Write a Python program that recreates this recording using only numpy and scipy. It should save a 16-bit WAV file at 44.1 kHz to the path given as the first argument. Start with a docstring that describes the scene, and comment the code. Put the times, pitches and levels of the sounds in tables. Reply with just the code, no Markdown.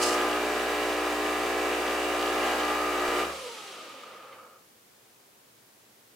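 """A capsule coffee machine on a kitchen table drives water through. It opens with a short spurt of spray
over the steady buzz of its motor, which knocks in step with the mains, whines and rattles in the
plastic housing above a rush of water. A dull bump comes through the table, then the power is cut and
the machine shudders on its feet. The rotor coasts to rest with a falling whine and a dulling whirr,
and the quiet room remains."""
import sys
import numpy as np
from scipy import signal
from scipy.fft import rfft, irfft, next_fast_len
from scipy.io import wavfile

SR = 44100
rng = np.random.default_rng(int(sys.argv[2]) if len(sys.argv) > 2 else 0)


def inscribe(sig):
    """Save sig as 16-bit PCM at rate SR to the path in sys.argv[1].

    A 1-D sig is mono; a 2-D sig holds one channel per row.
    Samples are clipped to [-1, 1] before scaling.
    """
    pcm = np.round(np.clip(np.atleast_2d(sig).T, -1, 1) * 32767)
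    wavfile.write(sys.argv[1], SR, pcm.astype(np.int16))


N = 271479
TIME = np.arange(N) / SR
MAINS_HZ, POWER_OFF_S = 59.99, 3.216


def from_db(db):
    """Decibels to gain."""
    return 10 ** (np.asarray(db) / 20)


def rms_one(x):
    """Scale to unit rms."""
    return x / np.sqrt(np.mean(x ** 2) + 1e-20)


def automation(rows):
    """A curve through (seconds, value) breakpoints."""
    return np.interp(TIME, *np.transpose(rows))


def colour(x, points):
    """EQ through (Hz, dB) points joined on a log-frequency axis."""
    hz, db = np.transpose(points)
    size = next_fast_len(N + SR // 2)
    bins = np.maximum(np.fft.rfftfreq(size, 1 / SR), 1)
    gain = from_db(np.interp(np.log(bins), np.log(hz), db))
    return irfft(rfft(x, size) * gain, size)[:N]


def noise(points):
    """Coloured noise of unit rms."""
    return rms_one(colour(rng.standard_normal(N), points))


def resonant_noise(modes):
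    """Noise of unit rms through parallel resonances of alternating polarity."""
    white, out = rng.standard_normal(N), 0
    for k, (hz, width, db) in enumerate(modes):
        r = np.exp(-np.pi * width / SR)
        band = signal.lfilter([1, 0, -1], [1, -2 * r * np.cos(2 * np.pi * hz / SR), r * r], white)
        out += (-1) ** k * from_db(db) * (1 - r * r) / 2 * band
    return rms_one(out)


def lowpass(x, hz):
    """Zero-phase low-pass for splitting bands."""
    return signal.sosfiltfilt(signal.butter(2, hz, fs=SR, output="sos"), x)


def drift(rate_hz):
    """Smooth random modulation of unit rms."""
    hop, settle = 100, 2000
    r = np.exp(-2 * np.pi * rate_hz * hop / SR)
    slow = signal.lfilter([1], [1, -2 * r, r * r], rng.standard_normal(N // hop + settle + 2))[settle:]
    return np.interp(np.arange(N) / hop, np.arange(len(slow)), rms_one(slow))


def phase_of(hz):
    """Running phase of a moving pitch."""
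    return 2 * np.pi * np.cumsum(hz) / SR


def scatter(x, t60):
    """Smear a sound over dense, decaying reflections."""
    t = np.arange(SR // 2) / SR
    tail = rng.standard_normal(len(t)) * from_db(-60 * t / t60)
    return signal.fftconvolve(x, tail / np.linalg.norm(tail))[:N]


def powered(t60, hold_s=0):
    """Full level until the power is cut, then a hold and a release."""
    return from_db(-60 * np.maximum(TIME - POWER_OFF_S - hold_s, 0) / t60)


# Spurts at the spout. Each row: time of the peak in seconds, hold in seconds, level in dB.
SPURTS = [(0.033, 0.036, -31), (.124, .008, -38.5)]
# Their bright hiss. Each row: frequency in Hz, gain in dB.
SPRAY_EQ = [(1500, -14), (3500, -5), (4400, 2), (5000, 6.5), (5600, 0.5), (7700, 1.5), (10000, -5.5),
            (13000, -14), (16000, -32)]

def spray(attack_s=0.031, t60=0.21, flutter_db=2.0):
    """Each spurt of spray rises quickly, holds and dies away."""
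    swell = 0
    for s, hold, db in SPURTS:
        attack = np.exp(np.minimum(TIME - s, 0) / attack_s)
        swell += attack * from_db(db - 60 * np.maximum(TIME - s - hold, 0) / t60)
    return swell * from_db(flutter_db * drift(40)) * noise(SPRAY_EQ)


# Harmonics of the knocking. Each row: multiple of the mains rate, relative level in dB.
BUZZ_PARTIALS = [(1, -16), (2, -31.5), (3, -23.5), (4, -11), (5, 0.5), (6, 0.5), (7, -0.5), (8, -3.5),
                 (9, -5), (10, -3), (11, -4), (12, -3.5), (13, -3.5), (14, -6), (15, -17), (16, -10),
                 (17, -6.5), (18, -5.5), (19, -15), (20, 1), (21, -9.5), (22, -8.5), (23, -10.5), (24, -26),
                 (25, -12.5), (26, -12.5), (27, -10.5), (28, -9), (29, -13), (30, -14), (31, -25),
                 (32, -10), (33, -10.5), (34, -28), (35, -18), (36, -27), (37, -33.5), (38, -11), (39, -31),
                 (40, -11.5), (41, -19.5), (42, -33), (43, -30), (44, -11.5), (45, -28), (46, -18),
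                 (47, -14), (48, -13.5), (49, -16)]

def buzz(cycle, load_db, ring_db, level_db=-32, rebound_s=.0081):
    """Knocks fuse into a buzz, combed by their rebound; the shell scrambles the phases."""
    body_db = 10 * np.log10(sum(10 ** (db / 10) for k, db in BUZZ_PARTIALS if 4 < k < 17))
    rebound = -.05 + 0.19 * load_db  # harder under a heavier load
    resonance_db = 1.2 + 1.35 * (ring_db - np.mean(ring_db))
    out = 0
    for k, db in BUZZ_PARTIALS[1:]:  # hum() plays the fundamental
        phase = 2 * np.pi * (k * cycle + rng.random()) + 0.15 * drift(1.2)
        partial = np.cos(phase) + rebound * np.cos(phase - 2 * np.pi * k * MAINS_HZ * rebound_s)
        swell_db = resonance_db if k in (20, 21) else load_db  # these two sit on the main resonance
        waver_db = np.interp(k, [1, len(BUZZ_PARTIALS)], [1.52, 2.0]) * drift(1.6)
        out += np.sqrt(2) * from_db(level_db + db - body_db + swell_db + waver_db) * partial
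    return out


def hum(level_db=-54, rocking_hz=69):
    """The whole machine shakes at the mains rate; set free, it rocks out at its own pitch."""
    hz = np.interp(TIME, [POWER_OFF_S, POWER_OFF_S + .04], [MAINS_HZ, rocking_hz])
    return np.sqrt(2) * from_db(level_db) * powered(t60=0.54, hold_s=.08) * np.sin(phase_of(hz))


# The plastic edge of the rattle. Each row: frequency in Hz, gain in dB.
RATTLE_EQ = [(900, -28), (1500, -1), (2400, -9), (2900, 8), (3500, 0), (4800, -4), (9000, -20.5)]

def rattle(cycle, contacts=4, jitter_s=.00015, uneven_db=4.5):
    """Loose contacts tap once a cycle, each a little early or late, harder or softer."""
    out = 0
    for place in rng.random(contacts):
        taps = np.flatnonzero(np.diff(np.floor(cycle - place)) > 0)
        late, hard = rng.standard_normal((len(taps), 2)).T
        taps += np.round(late * jitter_s * SR).astype(int)
        clicks = np.zeros(N)
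        clicks[np.clip(taps, 0, N - 1)] = from_db(uneven_db * hard)
        out += scatter(clicks * from_db(3 * drift(1)), t60=0.023)
    return rms_one(colour(out, RATTLE_EQ))


# Resonances of the housing. Each row: centre in Hz, width in Hz, gain in dB.
HOUSING_MODES = [(516, 88, 0), (853, 154, -7), (1236, 76, 4.5), (1450, 60, -15), (2214, 33, -12),
                 (2990, 190, -20), (4440, 64, -18)]

def housing_ring(ring_db, power, coasting_db=-49):
    """The rotor rings the housing, more softly once it coasts."""
    level = powered(t60=0.72) * from_db(ring_db - 4) + (1 - power) * from_db(coasting_db)
    return level * from_db(0.75 * drift(6)) * resonant_noise(HOUSING_MODES)


RUNNING_HZ = 1258

def rotor_pitch(drag_s=2.6, stands_at_s=4.67):
    """Pitch of the whine in Hz: steady until friction and drag bring the rotor to rest."""
    run_down = np.exp(-np.maximum(TIME - POWER_OFF_S, 0) / drag_s)
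    rest = np.exp(-(stands_at_s - POWER_OFF_S) / drag_s)
    return np.maximum(RUNNING_HZ * (run_down - rest) / (1 - rest), 1e-3)


# Tones of the rotor. Each row: multiple of the whine's pitch, relative level in dB.
WHINE_PARTIALS = [(.4, -19), (.5, -4), (.6, -14), (1, -2), (2, -9)]

def whine(pitch_hz, ring_db, power, critical_hz=970, critical_width_hz=54, direct_db=-11.5):
    """Rotor tones, rougher without power, flare as they slide through the housing's resonances."""
    coasting_db = -45 - 10 * np.log2(RUNNING_HZ / pitch_hz)
    level = power * from_db(ring_db - 8.5) + (1 - power) * from_db(coasting_db)
    tremble = np.where(TIME < POWER_OFF_S, 0.0079, 0.0281)
    phase = phase_of(pitch_hz * (1 + tremble * drift(69.7)))
    # at the critical speed, unbalance shakes the machine at half the whine's pitch
    shake_db = 12 * np.exp(-((pitch_hz - critical_hz) / critical_width_hz) ** 2)
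    out = 0
    for k, db in WHINE_PARTIALS:
        flare = sum(from_db(mode_db) / np.hypot(1, 2 * (k * pitch_hz - hz) / width)
                    for hz, width, mode_db in HOUSING_MODES)
        gain = from_db(db + shake_db * (k == .5) + 3.1 * drift(29))
        out += gain * (from_db(direct_db) + flare) * np.sin(k * phase)
    return level * out


# The motor's thin top notes. Each row: pitch in Hz, level in dB.
SINGING_TONES = [(3615, -55.5), (4675, -61.5), (4812, -57)]

def singing(tremble=0.00116):
    """The motor sings in high tones that tremble in pitch."""
    return sum(np.sqrt(2) * from_db(db) * np.sin(phase_of(hz * (1 + tremble * drift(16.3))))
               for hz, db in SINGING_TONES)


# The broad body of the water. Each row: frequency in Hz, gain in dB.
RUSH_EQ = [(30, -34), (100, -28), (180, -16), (280, -3.5), (400, 1.5), (800, -0.5), (1000, -1.5),
           (1900, -4.5), (2150, -6), (2850, -6), (3300, -11), (5400, -15), (8000, -16), (11000, -22),
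           (16000, -25)]
# Narrow resonances of tubes and panels. Each row: centre in Hz, width in Hz, gain in dB.
PANEL_MODES = [(1676, 30, 7), (1948, 28, 4.5), (2366, 55, 5), (2814, 16, 2), (3880, 48, -1.5),
               (4830, 38, -21), (6040, 210, -13.5), (7810, 81, -18), (9200, 38, -21), (10730, 88, -14),
               (12800, 85, -16), (13800, 40, -21)]

def rush(cycle, load_db, split_hz=940):
    """Churning water: the lows throb with each knock, the hiss is smoother, tubes and panels ring."""
    water = noise(RUSH_EQ)
    low = lowpass(water, split_hz)
    stroke = np.cos(2 * np.pi * cycle) + 1.3 * np.cos(4 * np.pi * cycle + 2)
    stroke += 1.1 * np.cos(6 * np.pi * cycle)
    churn = low * from_db(-35.5 + load_db + 0.35 * stroke + 1.8 * drift(24))
    hiss = (water - low) * from_db(-35 + 0.9 * load_db + 0.26 * stroke + 0.37 * drift(50))
    panels = resonant_noise(PANEL_MODES) * from_db(-43.5 + 0.9 * load_db)
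    return churn + hiss + panels


# Loose clatters. Each row: time of the peak in seconds, level in dB, rise and fall time in seconds.
CLATTERS = [(.2, -41, .015), (1.67, -42, .015), (1.735, -33, .014), (2.46, -40, .06), (2.605, -35.5, .011),
            (3.13, -43, .025), (3.209, -36.5, .015), (4.335, -53.5, .018)]
# Their hard midrange. Each row: frequency in Hz, gain in dB.
CLATTER_EQ = [(700, -18), (1400, -2), (2100, 13), (3400, 6), (4500, -5), (7000, -18), (14000, -32)]

def clatter(grain_db=3.0):
    """Short flurries of taps on the shell, played as grainy bursts of noise."""
    swell = sum(from_db(db) * np.exp(-abs(TIME - s) / length) for s, db, length in CLATTERS)
    return swell * from_db(grain_db * drift(150)) * noise(CLATTER_EQ)


def bump(at_s=3.088, width_s=.007, peak_db=-48):
    """One soft, dull pulse through the table."""
    return from_db(peak_db) * np.exp(-((TIME - at_s) / width_s) ** 2)


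def shudder(at_s=3.24, width_s=0.16, level_db=-57.5, hz=178):
    """The machine shudders on its feet as the pump stops: a low tone swells and fades."""
    swell = from_db(level_db) * np.exp(-((TIME - at_s) / width_s) ** 2)
    return np.sqrt(2) * swell * np.sin(phase_of(hz * (1 + .02 * drift(20))))


# The rotor's rubbing before it dulls. Each row: frequency in Hz, gain in dB.
WHIRR_EQ = [(40, -45), (130, -24), (210, -6), (350, 1), (800, -3.5), (1700, -2), (3000, 3), (4600, -1),
            (7000, -2), (10000, -2), (16000, -11.5)]

def whirr(pitch_hz, level_db=-39.5, db_per_octave=4):
    """The coasting rotor rubs: the slower it turns, the softer and duller it gets."""
    rubbing, out, below = noise(WHIRR_EQ), 0, 0
    cutoff_hz = 7.3 * pitch_hz + 350
    for hz in np.geomspace(1000, 16000, 9):  # a closing low-pass, band by band
        upto = lowpass(rubbing, hz)
        out += (upto - below) / np.sqrt(1 + (hz / cutoff_hz) ** 4)
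        below = upto
    return out * from_db(level_db - db_per_octave * np.log2(RUNNING_HZ / pitch_hz) + 0.5 * drift(40))


def stereo(mid, side):
    """Mid and side to left and right."""
    return np.array([mid + side, mid - side])


# The kitchen's room tone. Each row: frequency in Hz, gain in dB.
ROOM_EQ = [(15, -56), (25, -19), (91, -16), (113, -4), (173, -10), (209, -3.5), (267, -7), (297, -5.5),
           (482, -5.5), (648, -8.5), (945, -10.5), (1300, -12), (2120, -13.5), (15500, -18)]
# Its spread. Each row: frequency in Hz, side against mid in dB.
ROOM_WIDTH = [(60, -30), (240, -7.5), (950, 0.5), (3770, -1.5), (15000, -1)]

def room_tone(level_db=-60):
    """The quiet room: a bed of noise, centred in the bass and wide above."""
    return from_db(level_db) * stereo(noise(ROOM_EQ), colour(noise(ROOM_EQ), ROOM_WIDTH))


# Load on the pump. Each row: time in seconds, dB above its usual effort.
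PUMP_LOAD = [(0, 2.0), (.21, 2), (.33, 0.17), (2.22, 0), (2.48, 1.7), (2.82, -0.26), (3.05, 0.2),
             (3.2, 1.4)]
# Swell of the housing's resonance, which the whine follows. Each row: time in seconds, drive in dB.
RING_DRIVE = [(0.0, -36), (0.31, -36), (0.45, -43), (0.87, -43), (1.07, -39), (1.09, -42.5), (1.39, -39),
              (1.59, -45), (1.68, -39), (1.76, -42), (1.93, -38.5), (1.97, -43), (2.48, -35.5), (2.55, -43),
              (2.71, -32.5), (2.74, -37.5), (3.2, -34.5)]
# The machine's spread. Each row: frequency in Hz, gain of the side signal in dB.
MACHINE_WIDTH = [(60, -48), (120, -33), (240, -57), (480, -17.5), (950, -10), (1890, -6), (3770, -5),
                 (7520, -4.5), (15000, -4)]
# Its slight lean off centre. Each row: frequency in Hz, left minus right in dB.
MACHINE_PAN = [(120, 0), (240, .3), (480, 0), (950, -1.5), (1890, -.6), (3770, 0), (7520, -1.2),
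               (15000, -2.4)]

def scene():
    """The machine under power and coasting, with the kitchen's reflections, over the room tone."""
    load_db, ring_db = automation(PUMP_LOAD), automation(RING_DRIVE)
    pitch_hz, power = rotor_pitch(), powered(t60=0.6)
    turning = np.clip(pitch_hz / 190, 0, 1)  # the rotor's sounds fade out below 190 Hz
    # the knock wanders within the mains cycle and trembles from one cycle to the next
    cycle = MAINS_HZ * TIME + 0.0059 * drift(0.68) + 0.0017 * drift(30)
    knocking = buzz(cycle, load_db, ring_db) + from_db(-46 + 0.9 * load_db) * rattle(cycle)
    knocking *= powered(t60=0.45)  # dies sooner than the water
    rotor = housing_ring(ring_db, power) + whine(pitch_hz, ring_db, power)
    motor = knocking + power * singing() + turning * rotor
    motor += hum() + bump() + shudder() + clatter()

    def hissing():
        """Water, rubbing and spray, drawn afresh for the direct sound and for the reflections."""
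        return power * rush(cycle, load_db) + (1 - power) * turning * whirr(pitch_hz) + spray()

    direct = motor + hissing()
    reflections = scatter(motor, t60=0.5) + hissing()
    left, right = stereo(direct, colour(reflections, MACHINE_WIDTH))
    left = colour(left, [(hz, db / 2) for hz, db in MACHINE_PAN])
    right = colour(right, [(hz, -db / 2) for hz, db in MACHINE_PAN])
    return np.array([left, right]) + room_tone()


def record(dry):
    """A steep high cut at 15.8 kHz."""
    return signal.sosfilt(signal.ellip(12, .1, 80, 15800, fs=SR, output="sos"), dry)


dry = scene()
out = record(dry)
inscribe(out)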